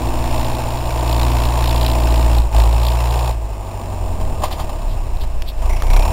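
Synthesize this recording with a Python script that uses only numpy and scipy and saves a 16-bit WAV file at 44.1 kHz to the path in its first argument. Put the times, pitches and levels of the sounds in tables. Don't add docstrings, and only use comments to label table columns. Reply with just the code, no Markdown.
import sys
import numpy as np
from scipy import signal
from scipy.fft import rfft, irfft
from scipy.io import wavfile
from scipy.ndimage import uniform_filter1d

SR = 44100
rng = np.random.default_rng(int(sys.argv[2]) if len(sys.argv) > 2 else 0)


def store_pcm(level_fs):
    pcm = np.round(np.clip(level_fs, -1, 1) * 32767).astype(np.int16)
    wavfile.write(sys.argv[1], SR, np.atleast_2d(pcm).T)


N = 269892
TIME = np.arange(N) / SR
FREQ = np.arange(N // 2 + 1) * SR / N


def undb(db):
    return 10 ** (np.asarray(db) / 20)


def unit(x):
    return x / np.sqrt(np.mean(x ** 2))


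def curves(table):
    s, *columns = np.transpose(table)
    return [np.interp(TIME, s, column) for column in columns]


def bell(x, centre, half):
    return np.exp(-.5 * ((x - centre) / half) ** 2)


def burst(age, rise_s, decay_s):
    age = np.maximum(age, 0)
    return (1 - np.exp(-(age / rise_s) ** 2)) * np.exp(-age / decay_s)


def noise():
    return rng.standard_normal(N)


def walk(rate_hz):
    return unit(irfft(rfft(noise()) * np.exp(-(FREQ / rate_hz) ** 2), N))


def colour(x, points):
    hz, db = np.transpose(points)
    gain = undb(np.interp(np.log(FREQ + 1), np.log(hz), db))
    cepstrum = irfft(np.log(gain), N)
    fold = 1 + np.sign(N / 2 - np.arange(N))
    fold[0] = 1
    return irfft(rfft(x) * np.exp(rfft(cepstrum * fold)), N)


def resonate(x, hz, width_hz):
    b, a = signal.iirpeak(hz, hz / width_hz, fs=SR)
    return signal.lfilter(b, a, x)


def lowpass(x, hz):
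    return signal.sosfilt(signal.butter(8, hz, fs=SR, output="sos"), x)


def bright_hiss():
    band = resonate(resonate(noise(), 3720, 2400), 3720, 2400)
    return unit(lowpass(band, 4430))


def scatter(firing, spread_db):
    strengths = undb(spread_db * rng.standard_normal(N // 100))
    return strengths[firing]


def orders(phase, table, waver_db):
    total = 0
    for multiple, db in table:
        gain = undb(db + waver_db * walk(12.4))
        total = total + gain * np.sqrt(2) * np.sin(2 * np.pi * (multiple * phase + rng.random()))
    return total


def air():
    # frequency in Hz, relative level in dB.
    wind_points = [(5, -10.5), (14, 11), (28, -12), (60, -6.5), (100, -11), (180, -28), (400, -33),
                   (1500, -84)]
    # time in seconds, mean level in dB.
    gust_rows = [(0, -24), (.4, -21), (.8, -24), (2.4, -24), (3.1, -54), (3.75, -30), (4.25, -19.5),
                 (4.8, -24), (5.4, -24), (6.12, -25)]
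    gust_db = curves(gust_rows)[0] + 2.7 * walk(8.3)
    return unit(colour(noise(), wind_points)) * undb(gust_db)


def clicks():
    # start in seconds, relative level in dB, centre in Hz, decay in seconds.
    click_rows = [(5.171, -24, 3724, 0.00085), (5.4217, -13.5, 3200, 0.0015), (5.8221, -10.5, 1140, 0.0023)]
    snaps = 0
    for s, db, hz, decay_s in click_rows:
        push = (1.08 + 0.65 * noise()) * burst(TIME - s, rise_s=.0001, decay_s=decay_s)
        snaps = snaps + undb(db) * resonate(push, hz, width_hz=hz)
    return undb(7) * lowpass(snaps, 5900)


def loader():
    # frequency in Hz, relative level in dB, t60 in seconds.
    modes = [(636, -1, 0.083), (728, -0.5, 0.057), (798, 2, 0.023), (964, -2.5, 0.045), (1038, 0.5, 0.043),
             (1260, -8, 0.022), (2510, -12, 0.017), (3120, -10, .02)]
    # start in seconds, relative level in dB, rattle decay in seconds,
    # steel hiss in dB against the rattle, before the hiss filter and its gain.
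    blows = [(4.21, -27, 0.012, -7), (4.419, -22, 0.015, -6), (4.4355, -11.5, 0.02, -10),
             (4.509, -27, 0.036, -2.5), (4.581, -31, 0.015, -2), (4.595, -21.5, 0.021, -5),
             (4.692, -26.5, 0.0088, -5), (5.234, -30.5, 0.0081, 1)]
    # centre in seconds, peak level in dB, half length in seconds.
    hisses = [(4.526, -30, 0.011), (4.913, -44, 0.022), (5.218, -36, 0.0096), (5.489, -35.5, 0.015)]

    contact, chafe = 0, 0
    for s, db, rattle_s, hiss_db in blows:
        age = TIME - s
        rattle = undb(db) * burst(age, rise_s=0.0016, decay_s=rattle_s) * noise()
        strike = undb(db + 6.5) * burst(age, rise_s=.00005, decay_s=0.00031)
        contact = contact + 0.45 * rattle + strike
        chafe = chafe + undb(hiss_db) * rattle
    contact = signal.sosfilt(signal.butter(3, 450, "high", fs=SR, output="sos"), contact)

    ring = 0
    for k, (hz, db, t60_s) in enumerate(modes):
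        width_hz = np.log(1000) / (np.pi * t60_s)
        sign = (-1) ** k
        gain = undb(db - 3) * np.sqrt(SR / (np.pi * width_hz))
        ring = ring + sign * gain * resonate(contact, hz, width_hz)

    steel_hiss = undb(6.0) * lowpass(resonate(chafe, 3360, 4600), 4300)
    swells = sum(undb(db) * bell(TIME, s, half_s) for s, db, half_s in hisses)
    return ring + steel_hiss + swells * bright_hiss()


def whistle(age):
    # time in seconds, pitch in Hz, level in dB.
    whistle_rows = [(5.62, 2020, -82), (5.7, 2130, -34), (5.8, 2216, -45), (5.89, 2250, -38),
                    (5.97, 2325, -33), (6.02, 2450, -37), (6.12, 2600, -40)]
    hz, db = curves(whistle_rows)
    chatter = unit(0.2 + burst(age, rise_s=0.0052, decay_s=0.015))
    tone = np.sqrt(2) * np.sin(2 * np.pi * np.cumsum(hz) / SR)
    return undb(db) * chatter * walk(210) * tone


def drive(phase):
    # multiple of the firing rate, relative level in dB.
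    drone_tones = [(4.25, 0.5), (4.751, -7), (5.498, -4), (5.75, -5.5)]
    # time in seconds, level in dB.
    gear_rows = [(0, -32.5), (.55, -34), (.9, -46), (1.25, -32.5), (1.6, -40), (1.95, -33), (2.36, -36)]
    clutch_s, fade_s = 2.36, 0.062
    engaged = np.exp(-np.maximum(TIME - clutch_s, 0) / fade_s)
    return engaged * undb(curves(gear_rows)[0]) * orders(phase, drone_tones, waver_db=0.0)


def buzz(firing, age, load):
    # centre in seconds, rise in dB.
    flares = [(.5, 0), (1.1, 5), (1.711, 4), (1.88, 8.5), (2.87, 10)]
    flare_half_s = 0.037
    flare_db = sum(db * bell(TIME, s, flare_half_s) for s, db in flares)
    strength = scatter(firing, spread_db=2.5) * undb(flare_db + walk(8))
    envelope = unit(load * strength * burst(age, rise_s=0.0037, decay_s=0.0024))
    return envelope * bright_hiss()


def rasp(firing, age, load):
    # frequency in Hz, relative level in dB.
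    gas_points = [(500, -31), (1500, 0.5), (2050, -2.5), (2350, -0.5), (2600, 5), (2900, 0.5), (3300, -4),
                  (3900, -4), (4400, -12.5), (6000, -76)]
    puff = unit(burst(age, rise_s=0.0029, decay_s=0.0061)) * scatter(firing, spread_db=2.8)
    jet = noise() * (load * puff + 1.33 * (1.2 - load))
    levelled = jet / np.sqrt(uniform_filter1d(jet ** 2, size=SR // 4))
    return unit(colour(levelled, gas_points))


def cylinder_ring(firing, age):
    cylinders = 4
    cylinder, sample = firing % cylinders, (age * SR).astype(int)
    patterns = [noise().reshape(cylinders, -1)[cylinder, sample] for _ in range(3)]
    weights = np.array([walk(1.25) for _ in patterns])
    return np.sum(weights * patterns, axis=0) / np.linalg.norm(weights, axis=0)


def knock(firing, age, load):
    # frequency in Hz, relative level in dB.
    block_points = [(80, -1), (140, 2.5), (195, -5), (310, -1), (440, -4), (520, -1.5), (640, 4), (800, -1),
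                    (980, -4), (1200, -6.5), (1400, -26), (2200, -22.5), (5000, -65)]
    blow = unit(burst(age, rise_s=0.0028, decay_s=0.019)) * scatter(firing, spread_db=1.5)
    clatter = 1.7 * cylinder_ring(firing, age) + noise()
    push = clatter * (load * blow + 1.35 * (1.05 - load))
    push = push / np.sqrt(uniform_filter1d(push ** 2, size=SR // 6))
    block = colour(push, block_points)
    return block + undb(7.5) * load * resonate(block, 942, 153)


def exhaust(phase, hz, load):
    # time in seconds, mean level in dB.
    boom_rows = [(0, -21), (.8, -24.5), (1.22, -14), (1.6, -16), (2.41, -10.5), (2.51, -25), (2.57, -6.5),
                 (2.7, -12), (3.28, -16.5), (3.77, -31), (4.2, -21), (4.6, -32.5), (4.9, -17),
                 (5.54, -27.5), (5.67, -13), (5.82, -18), (5.96, -6), (6.12, -21)]
    # frequency in Hz, level in dB.
    muffler_points = [(45, -16), (54, -10), (64, -24), (78, -14), (92, -15.5), (106, -24), (117, -21.5),
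                      (145, -38), (180, -30.5)]
    overtone_db = [-0.5, -9]
    # multiple of the firing rate,
    # level in dB against the boom before load evens it out.
    lope_tones = [(.5, -17), (0.751, -11.5), (1.75, -19), (2.249, -30.5)]
    overtone_load_db = 15.5

    boom_db, = curves(boom_rows)
    muffler_hz, muffler_db = np.transpose(muffler_points)
    levels_db = [boom_db]
    for multiple, db in enumerate(overtone_db, 2):
        passed_db = np.interp(multiple * hz, muffler_hz, muffler_db)
        levels_db.append(db + passed_db + overtone_load_db * (load - 1))

    boom = 0
    for multiple, db in enumerate(levels_db, 1):
        gain = np.sqrt(2) * undb(db + .5 * walk(5.5))
        boom = boom - gain * np.sin(2 * np.pi * multiple * phase)
    evenness = load ** 4
    lope = (1 - 1.2 * evenness) * undb(boom_db) * orders(phase, lope_tones, waver_db=4.0)
    return boom + lope


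def engine():
    # time in seconds, firing rate in Hz.
    speed_rows = [(0.0, 59.25), (0.5, 57.63), (0.8, 59.63), (1.1, 58.23), (1.4, 58.76), (2.37, 57.4),
                  (2.55, 53.84), (2.85, 57.94), (3.29, 59.48), (3.47, 52.06), (4.4, 38.41), (5.2, 28.76),
                  (5.57, 24.58), (5.72, 28.4), (5.9, 30.0), (6.12, 39.5)]
    # time in seconds, load 0-1.
    load_rows = [(0, 0.57), (.45, 0.72), (.82, 0.61), (1.15, 0.82), (1.9, 0.83), (2.37, .8), (2.43, 0.52),
                 (2.51, 0.24), (2.555, 1), (2.69, 0.74), (3.28, 0.85), (3.37, 0.18), (3.8, 0.36),
                 (4.75, 0.39), (5.57, 0.09), (5.64, 0.71), (5.81, 0.5), (5.94, 0.95), (6.12, 0.79)]
    # multiple of the firing rate, mean level in dB against the knock.
    hum_tones = [(3.752, -28), (4, -22.5), (4.998, -21), (6, -19.5)]
    cruise_hz = 58
    knock_full_db, rasp_full_db = -20.5, -27
    knock_load_db, rasp_load_db = 13.5, 19
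    knock_fade_db_per_s, rasp_fade_db_per_s = 0.7, 1.06
    rasp_db_per_octave = -2.5
    rasp_load_power = 1.335
    shake_hz, shake_width_hz, shake_db = 42.2, 7.4, 2.5
    panel_hz, panel_width_hz, panel_db = 211, 95, -3.5
    buzz_db = -5

    hz, = curves(speed_rows)
    load, = curves(load_rows)
    phase = np.cumsum(hz) / SR + .012 * walk(15)
    phase = np.maximum(phase, 0)
    firing = phase.astype(int)
    age = phase % 1 / hz

    shake = bell(hz, shake_hz, shake_width_hz)
    knock_db = knock_full_db + knock_load_db * (load - 1) + shake_db * shake
    knock_db = knock_db - knock_fade_db_per_s * TIME
    rasp_db = rasp_full_db + rasp_load_db * (load ** rasp_load_power - 1)
    rasp_db = rasp_db + rasp_db_per_octave * np.log2(hz / cruise_hz) - rasp_fade_db_per_s * TIME

    body = unit(knock(firing, age, load)) + orders(phase, hum_tones, waver_db=4)
    body = body + shake * undb(panel_db) * resonate(body, panel_hz, panel_width_hz)
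    treble = rasp(firing, age, load) + undb(buzz_db) * buzz(firing, age, load)
    mechanical = undb(knock_db) * body + drive(phase)
    gas = exhaust(phase, hz, load) + undb(rasp_db) * treble
    return mechanical + gas + whistle(age)


def scene():
    return (air() + clicks() + loader() + engine())[None]


def record(dry):
    camera_hz, top_hz = 8000, 15750
    held_s = np.floor(TIME * camera_hz + .5) / camera_hz
    held = np.interp(held_s, TIME, dry[0])
    roll_off = signal.ellip(10, .2, 80, top_hz, fs=SR, output="sos")
    return signal.sosfilt(roll_off, np.clip(held, -1, 1))[None]


dry = scene()
out = record(dry)
store_pcm(out)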